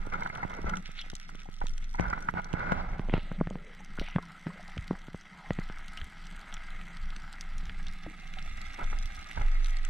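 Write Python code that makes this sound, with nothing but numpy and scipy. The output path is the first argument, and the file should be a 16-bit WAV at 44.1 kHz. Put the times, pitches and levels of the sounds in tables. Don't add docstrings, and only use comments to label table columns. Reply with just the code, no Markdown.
import sys
import numpy as np
from scipy import signal
from scipy.fft import rfft, irfft, next_fast_len
from scipy.io import wavfile

SR = 44100
rng = np.random.default_rng(int(sys.argv[2]) if len(sys.argv) > 2 else 0)


def generate_wav(sig):
    pcm = np.round(np.clip(np.atleast_2d(sig).T, -1, 1) * 32767).astype(np.int16)
    wavfile.write(sys.argv[1], SR, pcm)


N = 436149
TIME = np.arange(N) / SR
TOP_HZ = 15400

# start/s, length/s, level/dB, sag/dB, squeak f/Hz
RUB_STROKES = [(0.0, 0.096, -52.5, -4, 1400), (0.125, 0.15, -43, 0, 2090), (0.335, 0.09, -44, -1, 1420),
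               (0.45, 0.05, -52, 3, 1400), (0.508, 0.035, -44.5, 0, 2090), (0.56, 0.09, -50, 0, 450),
               (0.668, 0.11, -40, 6.5, 1320), (1.995, 0.3, -38, 14, 1500), (2.356, 0.031, -38.5, -5, 1470),
               (2.443, 0.09, -50.5, 1, 1450), (2.555, 0.17, -40, -2, 1530), (2.753, 0.34, -38.5, 17, 750),
               (3.138, 0.04, -41, 3.5, 520), (8.79, 0.051, -42.5, 1, 1290), (8.923, 0.03, -53.5, 0, 780),
               (9.373, 0.073, -45, 8, 850)]
# t/s, width (0 mono, 1 full)
STEREO_WIDTH = [(0, 1), (2.7, 0.95), (3.1, 0.4), (3.6, 0.01), (7.4, 0), (7.9, 0.19), (8.4, 0.72),
                (9.89, 0.8)]


def undb(db):
    return 10 ** (np.asarray(db) / 20)


def unit(x):
    return x / np.sqrt(np.mean(x ** 2))


def peak(x, db):
    return x * undb(db) / np.abs(x).max()


def add(track, s, x):
    i = max(int(s * SR), 0)
    track[..., i:i + x.shape[-1]] += x[..., :N - i]


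def curves(table):
    s, *columns = np.transpose(table)
    return [np.interp(TIME, s, c) for c in columns]


def over_pitch(table, size):
    hz, *columns = np.transpose(table)
    bins = np.maximum(np.arange(size // 2 + 1) * SR / size, 1)
    return [np.interp(np.log(bins), np.log(hz), c) for c in columns]


def colour(x, points):
    size = 2 * next_fast_len(len(x) // 2 + 2048)
    cepstrum = irfft(np.log(undb(over_pitch(points, size)[0])))
    cepstrum[1:size // 2] *= 2
    cepstrum[size // 2 + 1:] = 0
    return irfft(rfft(x, size) * np.exp(rfft(cepstrum)))[:len(x)]


def tinted(x, tint_db, low_hz=1500, high_hz=14000, count=7):
    bands = np.geomspace(low_hz, high_hz, count)
    return colour(x, [(hz, tint_db * rng.standard_normal()) for hz in bands])


def dulled(x, top_hz, order=4):
    return signal.sosfilt(signal.butter(order, min(top_hz, TOP_HZ), fs=SR, output="sos"), x)


def resonance(x, hz, width_hz):
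    return signal.lfilter(*signal.iirpeak(hz, hz / width_hz, fs=SR), x)


def walk(rate):
    knots = np.arange(0, N / SR + 1, 1 / rate)
    return 1.2 * np.interp(TIME, knots, rng.standard_normal(len(knots)))


def clicks(rate, spread_db, range_db):
    hit, size, sign = rng.random((3, N))
    db = -spread_db * np.log(1 - size * (1 - np.exp(-range_db / spread_db)))
    return (hit < rate / SR) * undb(db) * np.sign(sign - .5)


def scatter(fade_ms, share, size=2048):
    tail = rng.standard_normal(size) * np.exp(-np.arange(size) / SR * 1000 / fade_ms)
    tail *= share / np.linalg.norm(tail)
    tail[0] += 1
    return tail


def swell(start, length, db, sag_db, attack_s=0.028, release_s=0.014):
    t = TIME - start
    rise = np.clip(1 + t / attack_s, 0, 1) ** 2
    hold = undb(db - sag_db * np.clip(t / length, 0, 1))
    return rise * hold * np.exp(-np.maximum(t - length, 0) / release_s)


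def colony(rate, spread_db, range_db, fade_ms, share, tint_db, busy_db, patches=10):
    out = 0
    for _ in range(patches):
        path = tinted(scatter(fade_ms, share), tint_db)
        bouts = clicks(rate / patches, spread_db, range_db) * undb(busy_db * walk(4))
        out += signal.oaconvolve(bouts, path / np.linalg.norm(path))[:N]
    return out


def shrimp_bed():
    # t/s, far level/dB, near level/dB, share of open-water colour (0-1)
    reef_levels = [(0.0, -59.5, -65.5, 0.7), (0.9, -55.5, -65.5, 0.46), (1.85, -60.5, -64.5, 0.25),
                   (2.7, -57, -70, 0.35), (3.2, -55.5, -77, 0.54), (3.7, -57, -69.5, 0),
                   (4.7, -53.5, -66.5, 0.13), (5.1, -57.5, -69, 0), (5.6, -52.5, -67.5, 0.17),
                   (7.3, -52, -66.5, 0.14), (8.05, -53, -69, 0.78), (8.55, -51, -63.5, 1),
                   (9.89, -50.5, -62.5, 0.66)]
    # t/s, level/dB
    sizzle_levels = [(0, -84), (2.9, -85), (3.6, -83), (4.7, -75), (5.2, -79), (6.0, -75), (7.4, -74),
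                     (8.1, -80), (9.89, -76)]
    # f/Hz, level/dB
    far_eq = [(250, -12), (480, -15.5), (760, -5), (1000, -13), (1140, -9), (1280, 3), (1480, -2),
              (1620, -1), (1800, -2), (2070, 3), (2350, -5), (2700, -9), (3600, -11), (5000, -24),
              (5900, -24), (6700, -32), (7700, -29), (9500, -36), (12500, -43), (15000, -58)]
    open_eq = [(250, -7), (480, -23), (770, -4.5), (1000, -23), (1260, 1.5), (1480, -13), (1620, -0.5),
               (1780, -5.5), (2070, 4.5), (2450, -2.5), (2830, -3), (3080, -20.5), (3490, -5), (5000, -25),
               (8000, -27.5), (12500, -38), (15000, -49)]
    near_eq = [(400, -25), (1000, -8), (1400, 3), (2100, -1), (2900, 5), (3500, 11), (4400, 0), (5100, 1),
               (5800, 6), (6700, -6), (8000, -2), (9500, -9), (12500, -12.5), (15500, -52)]
    sizzle_eq = [(2500, -20), (4200, -4), (4750, 5), (5200, -8), (5850, -1), (6400, -9), (7300, -2),
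                 (8200, -2), (8800, -14), (11200, -14), (13000, -21), (15500, -46)]
    far_db, near_db, openness = curves(reef_levels)
    far = colony(rate=6500, spread_db=4, range_db=23.5, fade_ms=4.8, share=1.4, tint_db=2.5, busy_db=2.5)
    near = colony(rate=700, spread_db=10.5, range_db=33.5, fade_ms=1.4, share=0.8, tint_db=4, busy_db=3)
    sizzle = colony(rate=2000, spread_db=6.5, range_db=28, fade_ms=2, share=0.9, tint_db=1, busy_db=2,
                    patches=4)
    far = (1 - openness) * unit(colour(far, far_eq)) + openness * unit(colour(far, open_eq))
    near = unit(colour(near, near_eq))
    sizzle = unit(colour(sizzle, sizzle_eq))
    return far * undb(far_db) + near * undb(near_db) + sizzle * undb(curves(sizzle_levels)[0])


def rubbing(squeak_db=-2, flutter_db=3):
    # f/Hz, level/dB
    rub_eq = [(100, 1.5), (180, 0.5), (300, -6), (600, -4), (850, -1.5), (1130, -6.5), (1430, 3),
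              (1800, -12), (2100, -3.5), (2550, -20), (3500, -26), (5000, -34), (12000, -65)]
    grains = colour(clicks(rate=3500, spread_db=3.5, range_db=12), rub_eq)
    grains *= undb(1.6 * walk(70))
    squeak_gain = undb(squeak_db + flutter_db * walk(35))
    out = np.zeros(N)
    for *stroke, hz in RUB_STROKES:
        out += unit(grains + squeak_gain * resonance(grains, hz, width_hz=170)) * swell(*stroke)
    return out


def water(rumble_db=-15, eddy_db=2.5, throb_hz=20.96, wander=0.1095):
    # t/s, level/dB
    flow_levels = [(0.0, -35), (0.4, -46.5), (0.9, -39.5), (1.45, -42), (2.1, -41.5), (3.4, -37.5),
                   (3.7, -49.5), (4.05, -38), (4.36, -64), (4.55, -49.5), (4.95, -43.5), (5.37, -64),
                   (5.55, -38.5), (6.02, -41), (6.08, -59), (6.2, -45), (6.38, -40), (6.44, -62),
                   (6.53, -37), (6.92, -44.5), (7.1, -34.5), (7.33, -47.5), (7.48, -36), (7.89, -36.5),
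                   (8.2, -49), (8.28, -39), (9.18, -47), (9.28, -49), (9.4, -34), (9.89, -45)]
    # start/s, length/s, throb/dB, rumble/dB, sag/dB
    surges = [(0.62, 0.1, -36, -39, 2), (1.626, 0.37, -28.5, -47, 7.5), (2.01, 0.13, -46, -36, 5),
              (2.664, 0.28, -43, -43, -6), (3.042, 0.12, -31.5, -48, -2.5), (4.008, 0.018, -32, -40, 8),
              (4.8, 0.044, -46, -43, 10), (6.0, 0.02, -40, -44, -4), (7.686, 0.03, -48, -42, 6),
              (8.435, 0.29, -38.5, -45.5, 2.5), (8.849, 0.21, -26, -38.5, 5), (9.117, 0.092, -47, -47, -1),
              (9.385, 0.03, -30, -31, 0), (9.446, 0.53, -21.5, -47, 8.5)]
    # f/Hz, level/dB
    rumble_eq = [(15, -10), (33, 6), (47, 8.5), (64, 1.5), (85, -3), (125, -11), (300, -28), (900, -73.5)]
    flow = undb(curves(flow_levels)[0] + eddy_db * walk(14))
    throb_gain, rumble_gain = flow, flow * undb(rumble_db)
    for s, length, surge_throb_db, surge_rumble_db, sag_db in surges:
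        surge = swell(s, length, 0, sag_db, attack_s=0.05, release_s=0.032)
        throb_gain = np.hypot(throb_gain, surge * undb(surge_throb_db))
        rumble_gain = np.hypot(rumble_gain, surge * undb(surge_rumble_db))
    wandering_hz = throb_hz * (1 + wander * walk(6.1))
    throb = unit(np.sin(2 * np.pi * np.cumsum(wandering_hz) / SR))
    rumble = unit(colour(rng.standard_normal(N), rumble_eq))
    return throb * throb_gain + rumble * rumble_gain


def housing_hum(flutter_db=2.5, rub_db=-6):
    # t/s, level/dB
    hum_levels = [(0.0, -52), (0.5, -54), (0.75, -43), (0.9, -59), (1.0, -61), (1.8, -64.5), (2.3, -50),
                  (3.1, -50), (3.4, -53), (4.0, -56.5), (5.2, -58), (6.0, -58), (6.6, -55), (7.2, -56.5),
                  (7.9, -53), (8.6, -59), (9.89, -63)]
    # f/Hz, level/dB
    hum_eq = [(60, -6), (115, -16), (150, -0.5), (180, 3.5), (230, -9), (320, -17), (480, -22.5),
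              (1200, -61)]
    by_water = undb(curves(hum_levels)[0] + flutter_db * walk(9))
    by_rubbing = undb(rub_db) * sum(swell(*stroke) for *stroke, _ in RUB_STROKES)
    hum = unit(colour(clicks(rate=500, spread_db=2.5, range_db=15.5), hum_eq))
    return hum * np.hypot(by_water, by_rubbing)


def clack(hz, ring_db=12):
    # f/Hz, level/dB
    click_eq = [(200, 24.5), (700, 4.5), (1500, 10), (2800, 7.5), (5000, -11), (8000, -12), (15000, -50)]
    click = colour(tinted(scatter(fade_ms=6, share=0.45), tint_db=1), click_eq)
    return click + undb(ring_db) * resonance(click, hz, width_hz=220)


def thump(age, lift_hz, sweep_rad=2.79, knee_s=0.0003, fade_s=0.0058, damping_hz=260):
    phase = sweep_rad * np.log1p(age / knee_s) + 2 * np.pi * lift_hz * age
    rise = 1 - np.exp(-age / knee_s)
    fade = np.exp(-age / fade_s * (1 + lift_hz / damping_hz))
    chirp = signal.oaconvolve(-np.cos(phase) * rise * fade, scatter(fade_ms=6, share=0.18))[:len(age)]
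    return tinted(chirp, tint_db=2.5, low_hz=404, high_hz=2500, count=10)


def knocks(contact_s=0.003, preroll_s=0.025, sub_db=-21, sub_hz=55, sub_fade_s=0.012,
           tone_hz=170, tone_lead_s=0.0019, tone_rise_s=0.0031, tone_fade_s=0.0075):
    # t/s, thump/dB, clack/dB, low tone/dB, thump pitch lift/Hz,
    # left minus right at full width/dB, clack f/Hz, treble cutoff/Hz
    blows = [(0.067, -31.5, -46, -57, 18, -22, 600, 1200), (0.447, -28.5, -38, -44, 1, -29, 950, 5000),
             (0.5858, -33, -42, -55, 150, -11, 420, 1300), (0.6403, -28, -49, -47, 1, 23, 800, 1800),
             (0.8882, -43, -45, -45, 1, -27, 800, 1200), (1.06, -49, -46, -58, 100, -8, 760, 1200),
             (1.1294, -35.5, -47, -45, 1, 24, 800, 1400), (1.3464, -41.5, -39.5, -51, 70, 15, 1400, 3500),
             (1.4846, -36.5, -41, -46, 1, 17, 800, 2500), (1.637, -33, -54, -42, 1, 5, 760, 1200),
             (1.9938, -17.5, -20.5, -32.5, 1, 30, 1470, 12000),
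             (2.3363, -28.5, -30, -42, 1, -29, 800, 7000), (2.5349, -22, -26.5, -31, 1, -31, 865, 10000),
             (2.718, -18, -24, -30, 1, 29, 1400, 10000), (2.9916, -24.5, -30, -33.5, 28, -4.5, 650, 6000),
             (3.0834, -30, -44, -51, 1, -20, 750, 1100), (3.0934, -29, -29, -48, 110, 9, 2080, 3500),
             (3.125, -27, -50, -45, 1, 4, 500, 600), (3.1356, -14, -22, -25.5, 14, 4, 2700, 5500),
             (3.1645, -31, -36, -50, 1, 4, 950, 4500), (3.1755, -24.5, -31, -49, 1, -25, 1990, 7000),
             (3.313, -28, -34, -32, 1, 4, 1490, 2200), (3.4082, -16.5, -32, -21, 83, 3, 1080, 1300),
             (3.469, -27, -32, -32, 1, 3, 1730, 6000), (3.505, -29, -38, -52, 69, 0.5, 600, 1200),
             (3.5524, -31, -36, -34, 68, 1, 800, 3500), (3.9833, -29, -29, -53, 70, 4, 1420, 3500),
             (4.0105, -28, -42, -43, 100, 3, 1550, 1300), (4.158, -20, -22.5, -18, 20, 0, 1620, 3200),
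             (4.181, -27, -21, -51, 350, 0, 1150, 1700), (4.4656, -29, -31.5, -24.5, 147, -2, 1600, 6500),
             (4.7665, -32.5, -56, -38.5, 1, -3.5, 800, 700), (4.779, -28, -60, -50, 1, -2, 400, 150),
             (4.9063, -19, -36, -26, 91, -1, 1050, 1800), (4.9285, -37, -39, -50, 120, -1, 700, 1500),
             (5.08, -35.5, -45, -53, 50, -3.5, 1400, 3000), (5.1424, -30, -38, -37, 1, -4, 800, 3500),
             (5.5035, -18.5, -24, -30, 35, -2, 1920, 5500), (5.585, -25, -31, -30, 27, -4, 1880, 3800),
             (5.6958, -33, -32, -59, 60, -4.5, 1500, 4200), (8.061, -32.5, -41, -46, 1, 0, 810, 1000)]
    t = np.arange(6144) / SR - preroll_s - contact_s
    age = np.maximum(t, 0)
    sub = -undb(sub_db) * np.sin(2 * np.pi * sub_hz * age) * np.exp(-age / sub_fade_s)
    tone_envelope = np.exp(np.minimum(t, 0) / tone_rise_s - age / tone_fade_s)
    tone = np.sin(2 * np.pi * tone_hz * (t + tone_lead_s)) * tone_envelope
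    out = np.zeros((2, N))
    for s, thump_db, clack_db, tone_db, lift_hz, pan_db, clack_hz, top_hz in blows:
        thud = dulled(thump(age, lift_hz), top_hz)
        body = peak(thud, thump_db) + undb(thump_db) * sub + peak(tone, tone_db)
        width = np.interp(s, *np.transpose(STEREO_WIDTH))
        pan = undb(width * np.array([[pan_db], [-pan_db]]) / 2)
        add(out, s - preroll_s, pan / pan.mean() * body)
        add(out, s + contact_s, -peak(dulled(clack(clack_hz), top_hz), clack_db))
    return out


def slips(squeak_db=6, catches_per_s=6000, rise_s=0.00029, size=4096):
    # t/s, peak/dB, fade/ms, squeak f/Hz
    slip_cues = [(0.124, -27, 5.4, 2000), (0.138, -27, 9.9, 1390), (0.222, -25.5, 3.8, 2060),
                 (0.26, -22.5, 3, 1490), (0.298, -28, 3.1, 2090), (0.356, -33, 2.9, 2090),
                 (0.429, -24.5, 7.5, 970), (0.532, -34, 3.2, 1430), (0.694, -31, 4, 1360),
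                 (0.736, -24.5, 4.3, 1350), (1.292, -36.5, 3.4, 1370), (1.615, -29, 6.4, 767),
                 (1.656, -40, 2.2, 960), (1.945, -32.5, 8.1, 765), (1.984, -33, 6.2, 1540),
                 (2.104, -30, 5.1, 1500), (2.129, -22, 3.7, 1360), (2.177, -30.5, 3.5, 785),
                 (2.2868, -16, 4.5, 1420), (2.371, -26, 8.9, 1420), (3.132, -32, 4, 2000),
                 (3.4, -38.5, 6.1, 1500), (3.976, -36, 4, 1450), (4.083, -37, 3, 760),
                 (4.95, -36, 9.2, 825), (5.614, -36, 4, 2050), (8.929, -32, 4.6, 767),
                 (9.374, -30.5, 3.2, 1530), (9.412, -32, 7.6, 810)]
    # f/Hz, level/dB
    rasp_eq = [(150, 0), (550, -12.5), (850, -2.5), (1150, -7), (1450, 0), (1800, -9.5), (2100, -2),
               (2600, -23), (4500, -37.5), (12000, -58)]
    t = np.arange(size) / SR
    rise = 1 - np.exp(-t / rise_s)
    out = np.zeros(N)
    for s, db, fade_ms, hz in slip_cues:
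        catches = rng.standard_normal(size) * (rng.random(size) < catches_per_s / SR)
        rasp = colour(catches * rise * np.exp(-1000 * t / fade_ms), rasp_eq)
        add(out, s, peak(rasp + undb(squeak_db) * resonance(rasp, hz, width_hz=170), db))
    return out


def close_snaps(ring_db=3):
    # t/s, edge peak/dB, body peak/dB, ring f/Hz
    snaps = [(0.1375, -41, -45, 3500), (0.3526, -50, -38, 3600), (0.6956, -35, -41, 2900),
             (0.77, -37.5, -35, 3450), (0.8584, -40, -35, 3450), (0.9904, -48, -33.5, 3600),
             (1.014, -31, -47, 5800), (1.1005, -30.5, -34, 2850), (1.153, -28.5, -55, 6600),
             (1.1655, -39, -58, 5550), (1.291, -46, -47, 3550), (1.418, -50, -42, 8100),
             (1.6686, -31, -39.5, 3750), (1.7795, -43, -60, 3550), (1.843, -41, -46, 5800),
             (2.1011, -42, -55, 5800), (2.225, -44, -59, 9100), (2.445, -37, -52, 5600),
             (2.5303, -36, -31.5, 2850), (3.5018, -41, -58, 8200), (3.8473, -39, -57, 5900),
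             (3.9966, -34, -26.5, 3600), (4.6792, -41, -50, 4500), (4.7783, -40, -27.5, 2900),
             (4.8259, -58, -46, 2850), (4.8792, -39, -39, 5850), (5.2115, -46, -57, 6100),
             (5.5335, -40, -53, 7300), (5.5986, -43, -50, 4800), (5.6894, -51, -40, 3300),
             (5.882, -36, -50, 6000), (5.9346, -43, -55, 7800), (5.9737, -34, -30, 2850),
             (6.015, -50, -30, 2950), (6.2552, -46, -50, 6000), (6.269, -40.5, -50, 7500),
             (6.4126, -43, -43, 4750), (6.526, -47, -33, 3100), (6.541, -30, -41, 7900),
             (6.5681, -55, -34, 2900), (6.7046, -45, -52, 3550), (6.8133, -52, -35, 2900),
             (6.97, -38.5, -50, 3650), (7.1039, -39.5, -39, 3250), (7.1634, -36, -33.5, 3550),
             (7.328, -37, -43, 4800), (7.3356, -38, -48, 4800), (7.41, -28.5, -55, 5100),
             (7.5815, -37.5, -47, 6600), (7.655, -38, -44, 3500), (7.6956, -52, -30.5, 3250),
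             (7.868, -38, -37, 3550), (7.8838, -38, -46, 3550), (7.9354, -43, -50, 12000),
             (8.3386, -36, -33, 2850), (8.3871, -38, -31.5, 3550), (8.4255, -41, -52, 5750),
             (8.449, -46, -50, 5800), (8.5739, -39, -49, 3550), (8.6158, -36.5, -47, 3650),
             (8.6592, -45, -43, 3550), (8.842, -37, -46, 3550), (9.1557, -38, -46, 5950),
             (9.312, -48, -32, 2850), (9.5162, -45, -52, 3450), (9.645, -34.5, -38.5, 3900),
             (9.6599, -33, -38, 3600), (9.769, -35, -49, 4800), (9.85, -32.5, -35, 7800)]
    # f/Hz, level/dB
    edge_eq = [(1000, -23), (3000, 12), (4200, 8), (5000, 5.5), (5900, 8), (6800, 1.5), (8000, 1),
               (10000, -8), (13000, -16), (16000, -32)]
    body_eq = [(400, -10.5), (1000, -27), (1400, 4.5), (1800, -1), (2100, 2), (3300, -0.5), (5000, -18.5),
               (12000, -62)]
    out = np.zeros(N)
    for s, edge_db, body_db, ring_hz in snaps:
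        crack = scatter(fade_ms=0.6, share=1.9, size=256)
        crack = np.convolve(crack, scatter(fade_ms=4, share=0.5))[:2048]
        edge = colour(tinted(crack, tint_db=1), edge_eq)
        edge += undb(ring_db) * resonance(edge, ring_hz, width_hz=900)
        body = colour(scatter(fade_ms=2.1, share=1), body_eq)
        add(out, s, peak(edge, edge_db) + peak(body, body_db))
    return out


def hollow_tones(hz=182, swell_s=0.011, size=4096):
    # centre t/s, peak/dB
    tone_cues = [(0.8, -40), (3.391, -32), (3.521, -37), (4.497, -34), (4.545, -44), (4.935, -38)]
    t = (np.arange(size) - size // 2) / SR
    tone = np.sin(2 * np.pi * hz * t) * np.exp(-(t / swell_s) ** 2)
    out = np.zeros(N)
    for s, db in tone_cues:
        add(out, s + t[0], undb(db) * tone)
    return out


def glove_crunches():
    # start/s, length/s, level/dB, sag/dB
    grips = [(0.855, 0.06, -54, 3), (0.955, 0.05, -52, 0), (1.04, 0.035, -57, 0), (1.205, 0.045, -59, -1),
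             (1.385, 0.025, -55, 0), (1.825, 0.015, -57, 0)]
    # f/Hz, level/dB
    crust_eq = [(500, -22), (1100, -16), (1350, 2), (1850, -4), (2100, 3), (3000, -4), (3600, -2),
                (4500, -19), (5800, -16), (8000, -32), (14000, -52)]
    grains = unit(colour(clicks(rate=2200, spread_db=4, range_db=18), crust_eq))
    return grains * sum(swell(*grip, attack_s=0.008) for grip in grips)


def ping(hz, cycles, glide_per_s=1.0):
    t = np.arange(4096) / SR
    return np.sin(2 * np.pi * hz * t * (1 + glide_per_s * t)) * np.exp(-2 * hz * t / cycles)


def fizz(spread_octaves=0.3, sizes=8):
    # start/s, length/s, level/dB, sag/dB, centre f/Hz
    puffs = [(0.981, 0.031, -47, 11, 3280), (3.097, 0.08, -53.5, -2, 2800), (3.14, 0.22, -55, 8, 3350),
             (3.19, 0.22, -60, 2, 650), (3.504, 0.25, -58, 6, 476), (4.006, 0.08, -54, 4, 3500),
             (4.04, 0.11, -50.5, 4, 2450), (4.483, 0.1, -58.5, 8, 616), (4.93, 0.04, -56, 6, 700),
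             (5.34, 0.15, -61, -2, 860)]
    out = np.zeros(N)
    for *puff, centre_hz in puffs:
        cloud = np.zeros(N)
        for hz in centre_hz * 2 ** (spread_octaves * np.linspace(-1, 1, sizes)):
            births = clicks(rate=350, spread_db=3.5, range_db=27)
            cloud += signal.oaconvolve(births, ping(hz, cycles=8))[:N]
        out += unit(cloud) * swell(*puff)
    return dulled(out, top_hz=4700, order=8)


def pings(rise_s=0.00082):
    # t/s, peak/dB, f/Hz
    ping_cues = [(0.992, -31, 3470), (0.994, -35, 3900), (1.016, -35, 3200), (1.04, -52, 766),
                 (1.457, -48, 765), (3.803, -47.5, 810), (4.02, -39, 598), (4.023, -38.5, 2050),
                 (4.16, -39, 3250), (4.228, -49.5, 1020), (4.463, -41, 403), (4.502, -46, 1050),
                 (4.595, -42, 680), (4.685, -46.5, 770), (5.976, -36, 2950), (7.87, -39, 3550),
                 (8.066, -42, 300), (8.37, -43, 754), (8.46, -48, 710)]
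    out = np.zeros(N)
    for s, db, hz in ping_cues:
        ring = ping(hz, cycles=7)
        ring *= 1 - np.exp(-TIME[:len(ring)] / rise_s)
        add(out, s, peak(signal.oaconvolve(ring, scatter(fade_ms=9.3, share=0.93)), db))
    return out


def two_ports(x, shifts_per_s=30, one_port_share=0.3, count=4):
    # f/Hz, side minus mid/dB, side phase/rad
    wall_response = [(30, -15, -3.5), (180, -9, -3), (490, -4, -1.15), (686, -2, -2), (960, 12, -1.5),
                     (1040, 6, -3), (1200, -1.5, -5), (1530, -5, -5), (1750, 0.5, -1.5), (1980, 4, -2),
                     (2080, -0.5, -2), (2300, -12, -2.5), (2720, 0, -1.64), (3500, -12, -1.5),
                     (4860, 3, -2.5), (5850, -21, -2), (8300, -7, -2.5), (14000, -10, -3)]
    # f/Hz, level/dB
    stray_eq = [(50, -11.5), (250, -2.5), (900, -1), (1400, -7.5), (3500, -4.5), (5000, 5), (7200, 6.5),
                (14000, -1)]
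    size = 2 * next_fast_len(N // 2 + 2048)
    side_db, phase = over_pitch(wall_response, size)
    side = irfft(rfft(x, size) * undb(side_db) * np.exp(1j * phase))[:N]
    paths = [scatter(fade_ms=0.95, share=2.7) for _ in range(count)]
    stray = sum(signal.oaconvolve(x, p / np.linalg.norm(p))[:N] * walk(shifts_per_s) for p in paths)
    side += colour(stray / np.sqrt(count), stray_eq)
    width = curves(STEREO_WIDTH)[0]
    mid = x - one_port_share * (1 - width) * side
    return np.array([mid + width * side, mid - width * side])


def scene():
    reef = shrimp_bed() + close_snaps()
    handling = rubbing() + slips() + glove_crunches()
    ringing = fizz() + pings()
    low_end = water() + housing_hum() + hollow_tones()
    return two_ports(reef + handling + ringing + low_end) + knocks()


def record(dry):
    return signal.sosfilt(signal.ellip(8, .2, 70, TOP_HZ, fs=SR, output="sos"), dry)


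dry = scene()
out = record(dry)
generate_wav(out)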